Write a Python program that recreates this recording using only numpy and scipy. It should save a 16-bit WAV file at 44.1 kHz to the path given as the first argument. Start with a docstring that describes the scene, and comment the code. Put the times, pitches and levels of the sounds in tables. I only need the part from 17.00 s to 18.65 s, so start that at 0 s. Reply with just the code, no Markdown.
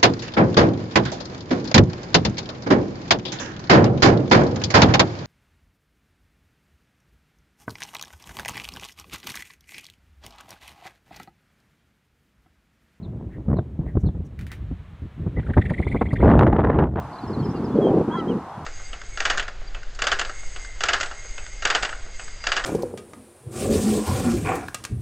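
"""A tidal shore in gusty wind, over a steady distant wash of air and water.
Small waders peep far off, a nearer one gives soft notes and three wavering whistles,
and a goose honks once, its hoarse voice breaking up an octave into a clear note.
Up front, turbulence buffets the microphone: large eddies rumble, single ones thump,
and the strongest gusts turn brighter."""
import sys
import numpy as np
from scipy import signal
from scipy.fft import rfft, irfft, next_fast_len
from scipy.io import wavfile
from scipy.ndimage import uniform_filter1d, map_coordinates

SR = 44100
rng = np.random.default_rng(int(sys.argv[2]) if len(sys.argv) > 2 else 0)


def bounce(signal):
    """Save signal as a 16-bit WAV file at the path given by the first command-line argument."""
    frames = np.transpose(np.atleast_2d(signal))
    limited = np.clip(frames, -1, 1)
    pcm = np.round(limited * 32767).astype(np.int16)
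    wavfile.write(sys.argv[1], SR, pcm)


N = 72765
TIME = np.arange(N) / SR


def amp(db):
    """Decibels to gain."""
    return 10 ** (np.asarray(db) / 20)


def unit(x):
    """Scale to rms 1."""
    return x / np.sqrt(np.mean(x ** 2) + 1e-20)


def steadied(x):
    """Ride the gain to hold noise near rms 1 from moment to moment."""
    x = unit(x)
    return x / np.sqrt(np.abs(uniform_filter1d(x ** 2, size=1800)) + 1e-6)


def along(points, hz):
    """Read (frequency, value) points on a log frequency axis."""
    freqs, values = np.transpose(points)
    return np.interp(np.log(hz + 1), np.log(freqs + 1), values)


def curves(rows):
    """One automation curve for each column after the time."""
    times, *columns = np.transpose(rows)
    return [np.interp(TIME, times, column) for column in columns]


def wobble(rate):
    """A smooth random curve, rate knots a second."""
    knots = rng.standard_normal(int(N * rate / SR) + 4)
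    return map_coordinates(knots, [TIME * rate])


def filtered(x, response):
    """Shape x with a frequency response."""
    size = next_fast_len(N + SR // 2)
    return irfft(rfft(x, size) * response(np.fft.rfftfreq(size, 1 / SR)), size)[..., :N]


def place(x, pan_db, lead_ms):
    """Pan by level and arrival time: positive values make the left ear louder and earlier."""
    side = np.array([[.5], [-.5]])
    lead_s = side * lead_ms / 1000
    return amp(side * pan_db) * filtered(x, lambda hz: np.exp(2j * np.pi * hz * lead_s))


def shore_echo(x, t60=0.45):
    """A thin diffuse tail scattered by the shore."""
    t = np.arange(SR // 2) / SR
    tail = rng.standard_normal((2, len(t))) * amp(-60 * t / t60)
    return signal.fftconvolve(x, tail / np.linalg.norm(tail[0]), axes=1)[:, :N]


def voice(contour, jitter):
    """Pitch, phase and envelope of a call from its (time, pitch, level) contour."""
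    hz, db = curves(contour)
    sounding = (TIME > contour[0][0]) & (TIME < contour[-1][0])
    gate = uniform_filter1d(1. * sounding, size=180)
    hz = uniform_filter1d(hz, size=350) * (1 + jitter * wobble(400))
    return hz, 2 * np.pi * np.cumsum(hz) / SR, np.sqrt(2) * gate * amp(db)


def short_notes(rows, jitter):
    """Sine chirps: each swells and fades while its pitch slides along an arch."""
    out, waver = np.zeros(N), 1 + jitter * wobble(430)
    for start, length, start_hz, end_hz, db, arch in rows:
        progress = np.clip((TIME - start) / length, 0, 1)
        bow = 4 * progress * (1 - progress)
        hz = (start_hz + (end_hz - start_hz) * progress) * (1 + arch * bow) * waver
        out += amp(db) * np.sqrt(3 * bow) * np.sin(2 * np.pi * np.cumsum(hz) / SR)
    return out


# tone of the distant bed (frequency [Hz], relative level [dB])
WASH_EQ = [(30, -10), (100, -3.5), (300, -15), (550, -6.5), (800, 3), (1050, 0.5), (2200, -22),
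           (6000, -32.5), (11000, -41.5), (15500, -57)]
# its stereo image (frequency [Hz], left-right correlation [0-1])
WASH_CORRELATION = [(1200, 1), (2500, 0.9), (5000, 0.13)]
def wash(level_db=-38):
    """The steady far-off rush of wind and water, wider in the treble."""
    def mid_side_eq(hz):
        width = np.arccos(np.clip(along(WASH_CORRELATION, hz), -1, 1)) / 2
        return amp(along(WASH_EQ, hz)) * [np.cos(width), np.sin(width)]
    mid, side = filtered(rng.standard_normal((2, N)), mid_side_eq)
    return amp(level_db) * unit(np.array([mid + side, mid - side]))


# small waders' peeps
# (time [s], length [s], start pitch [Hz], end pitch [Hz], level [dB], mid-note bend [fraction])
FLOCK_PEEPS = [(.128, 0.015, 4650, 4100, -56.5, -0.018), (.156, 0.013, 4400, 3980, -59, 0.024),
               (.183, 0.017, 4210, 4030, -52, 0.0011), (.224, 0.036, 4560, 4170, -57.5, 0.017),
               (.275, 0.019, 5300, 5000, -55.5, .02), (.330, 0.028, 4400, 4020, -49.5, -0.0077),
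               (.388, 0.031, 4550, 4160, -54.5, .01), (.442, 0.029, 4890, 4610, -52.5, 0.1),
               (.489, 0.021, 4930, 5000, -57.5, 0.05), (.508, .017, 6230, 5130, -58.5, .015),
               (.551, .037, 4760, 4260, -58.5, .06), (.638, 0.032, 5300, 4320, -55, 0.07)]
def flock(twitter_db=-65, twitter_length_s=.03, twitter_fall=0.034):
    """Far, slightly rough peeps over a faint twitter of falling notes, all with a short tail."""
    scatter = rng.standard_normal((16, 2))
    starts = np.linspace(.11, .73, len(scatter)) + twitter_length_s / 2 * scatter[:, 0]
    pitches_hz = 4810 * np.exp(.09 * scatter[:, 1])
    twitter = [(start, twitter_length_s, hz, hz * (1 - twitter_fall), twitter_db, 0)
               for start, hz in zip(starts, pitches_hz)]
    notes = short_notes(FLOCK_PEEPS + twitter, jitter=.007)
    flicker = 1 + .2 * wobble(350)
    peeps = place(notes * flicker, pan_db=-2.5, lead_ms=.045)
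    return peeps + amp(-10.5) * shore_echo(peeps)


# the nearer wader's soft notes (time [s], length [s], start pitch [Hz], end pitch [Hz], level [dB])
SOFT_NOTES = [(0.427, 0.025, 3275, 3060, -55.5), (.540, 0.037, 2880, 2755, -57.5),
              (0.711, .028, 3410, 3480, -61), (.772, 0.02, 3310, 3150, -59.5),
              (1.520, .052, 3330, 3390, -66)]
# its long whistles, one contour each (time [s], pitch [Hz], level [dB])
WHISTLE_CONTOURS = [
    [(.811, 3300, -58), (.822, 3330, -48), (.856, 3165, -45), (.879, 3257, -45.5), (.891, 3100, -49.5),
     (.902, 2970, -63.5)],
    [(1.109, 3020, -58), (1.12, 3245, -46), (1.14, 3350, -45.5), (1.171, 3220, -45.5), (1.19, 3280, -47.5),
     (1.202, 3130, -41), (1.213, 2780, -58)],
    [(1.279, 3130, -51), (1.294, 3223, -44), (1.306, 3090, -48), (1.32, 2840, -49), (1.335, 2780, -72)],
]
def near_wader(jitter=.003, octave_db=-24):
    """Short soft slides, and long wavering whistles with a weak octave on top."""
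    out = short_notes([(*row, 0) for row in SOFT_NOTES], jitter)
    for contour in WHISTLE_CONTOURS:
        _, phase, level = voice(contour, jitter)
        out += level * (np.sin(phase) + amp(octave_db) * np.sin(2 * phase))
    return out


def goose_register(contour, throat, jitter, rasp, bright_hz=3000):
    """Eight unsteady harmonics shaped by the throat; any above bright_hz rise with effort."""
    hz, phase, level = voice(contour, jitter)
    effort = np.abs(level / level.max()) ** 1.8
    tone = np.zeros(N)
    for k in range(1, 9):
        resonance = amp(along(throat, k * hz))
        brightness = np.where(k * hz > bright_hz, effort * (1 + .35 * wobble(300)), 1)
        roughness = 1 + rasp * wobble(300)
        tone += resonance * brightness * roughness * np.sin(k * phase)
    return level * tone


# the honk's low and high register (time [s], pitch [Hz], level into the throat [dB])
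HOARSE_HONK = [(1.1, 304.8, -37), (1.132, 319, -33), (1.16, 350, -28.5), (1.178, 349, -48)]
CLEAR_HONK = [(1.157, 690, -50), (1.172, 674, -35), (1.19, 671, -32.5), (1.212, 655, -35.5),
              (1.25, 613, -49)]
# throat resonances for each register (frequency [Hz], gain [dB])
HOARSE_THROAT = [(680, -23), (1020, 2), (1350, -12), (1700, -14.5), (2050, -31), (2600, -45.5)]
CLEAR_THROAT = [(670, -16), (1340, 1), (2000, -13.5), (2680, -38), (4000, -20.5), (4700, -25.5),
                (5400, -33)]
def goose():
    """A hoarse low start breaks up an octave into a clear note."""
    hoarse = goose_register(HOARSE_HONK, HOARSE_THROAT, jitter=.02, rasp=0.49)
    clear = goose_register(CLEAR_HONK, CLEAR_THROAT, jitter=.003, rasp=0.12)
    return hoarse + clear


# fader ride of the low end under the buffeting (time [s], level [dB])
RUMBLE_RIDE = [(0, -30), (.17, -50), (.28, -32), (.95, -37), (1.12, -50), (1.33, -36.5), (1.5, -55),
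               (1.65, -36)]
# tone of the rumble (frequency [Hz], relative level [dB])
RUMBLE_EQ = [(30, -10.5), (70, 1), (150, 2.5), (300, -17.5), (800, -71.5)]
def rumble():
    """The slow, large eddies of the wind, heard as deep swelling noise."""
    level_db, = curves(RUMBLE_RIDE)
    deep_noise = filtered(rng.standard_normal(N), lambda hz: amp(along(RUMBLE_EQ, hz)))
    return amp(level_db) * steadied(deep_noise)


# single eddies hitting the microphone (time [s], pitch [Hz], envelope peak [dB])
EDDY_HITS = [(.377, 210, -12), (0.419, 135, -16.5), (0.492, 190, -13), (.748, 218, -11), (.789, 344, -5),
             (.841, 280, -7.5), (.871, 592, -10), (1.015, 390, -9.5), (1.303, 337, -13),
             (1.582, 160, -25.5)]
def thumps(width_cycles=0.59):
    """Each eddy is one short push and pull of pressure."""
    out = np.zeros(N)
    phases = 2 * np.pi * rng.random(len(EDDY_HITS))
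    for (centre, hz, db), phase in zip(EDDY_HITS, phases):
        cycles = (TIME - centre) * hz
        out += amp(db) * np.exp(-(cycles / width_cycles) ** 2) * np.cos(2 * np.pi * cycles + phase)
    return out


# strength of the wind on the microphone (time [s], level [dB])
GUST_RIDE = [(0, -45.5), (.218, -45), (.243, -29.5), (.272, -38.5), (.305, -25.5), (.345, -35.5),
             (.375, -25), (.56, -29.5), (.62, -25.5), (.735, -29), (.752, -19.5), (.87, -16.5),
             (1.02, -18.5), (1.04, -27), (1.069, -31), (1.082, -17.5), (1.11, -27.5), (1.255, -29.5),
             (1.274, -22.5), (1.372, -23), (1.40, -37.5), (1.55, -61), (1.58, -43), (1.65, -43.5)]
# tone of the buffeting ahead of its moving shelf (frequency [Hz], relative level [dB])
BUFFET_EQ = [(80, -29.5), (160, 0), (430, 0), (600, -7.5), (900, -8), (2400, -33.5), (6000, -55.5),
             (12000, -80.5)]
def wind(shelf_hz=458, shelf_db=-16.5, threshold_db=-22.5, octaves_per_db=0.16):
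    """Turbulence at the microphone: near-mono buffeting and a wide hiss ride the gusts together."""
    level_db, = curves(GUST_RIDE)
    hz, frame_times, spectrum = signal.stft(rng.standard_normal((2, N)), SR, nperseg=512)
    # gusts over the threshold push the treble shelf upward and brighten the buffeting
    excess_db = np.maximum(np.interp(frame_times, TIME, level_db) - threshold_db, 0)
    corner_hz = shelf_hz * 2 ** (octaves_per_db * excess_db)
    above_corner = 1 - 1 / (1 + (hz[:, None] / corner_hz) ** 8)
    eq_db = along(BUFFET_EQ, hz)[:, None] + shelf_db * above_corner
    _, buffeting = signal.istft(spectrum * amp(eq_db), nperseg=512)
    mid, side = steadied(buffeting[:, :N])
    side = unit(np.gradient(side))  # thins the bass out of the stereo width
    hiss = unit(filtered(rng.standard_normal((2, N)), lambda f: 1 / (1 + (f / 5000) ** 4)))
    air = mid + amp(-30) * np.array([side, -side]) + amp(-41.5) * hiss
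    flutter_db = 2.1 * wobble(140)
    return air * amp(level_db + flutter_db)


def scene():
    """Birds out on the flats, under wash and wind; the nearer ones are drier than the flock."""
    birds = place(near_wader(), pan_db=-6, lead_ms=0.024) + goose()
    return birds + amp(-25) * shore_echo(birds) + flock() + wash() + wind() + thumps() + rumble()


def record(dry, low_cut_hz=54, top_hz=15550):
    """The microphone chain rolls off the deepest bass and passes nothing above its band limit."""
    return filtered(dry, lambda hz: (hz < top_hz) * hz ** 2 / np.sqrt(hz ** 4 + low_cut_hz ** 4))


dry = scene()
out = record(dry)
bounce(out)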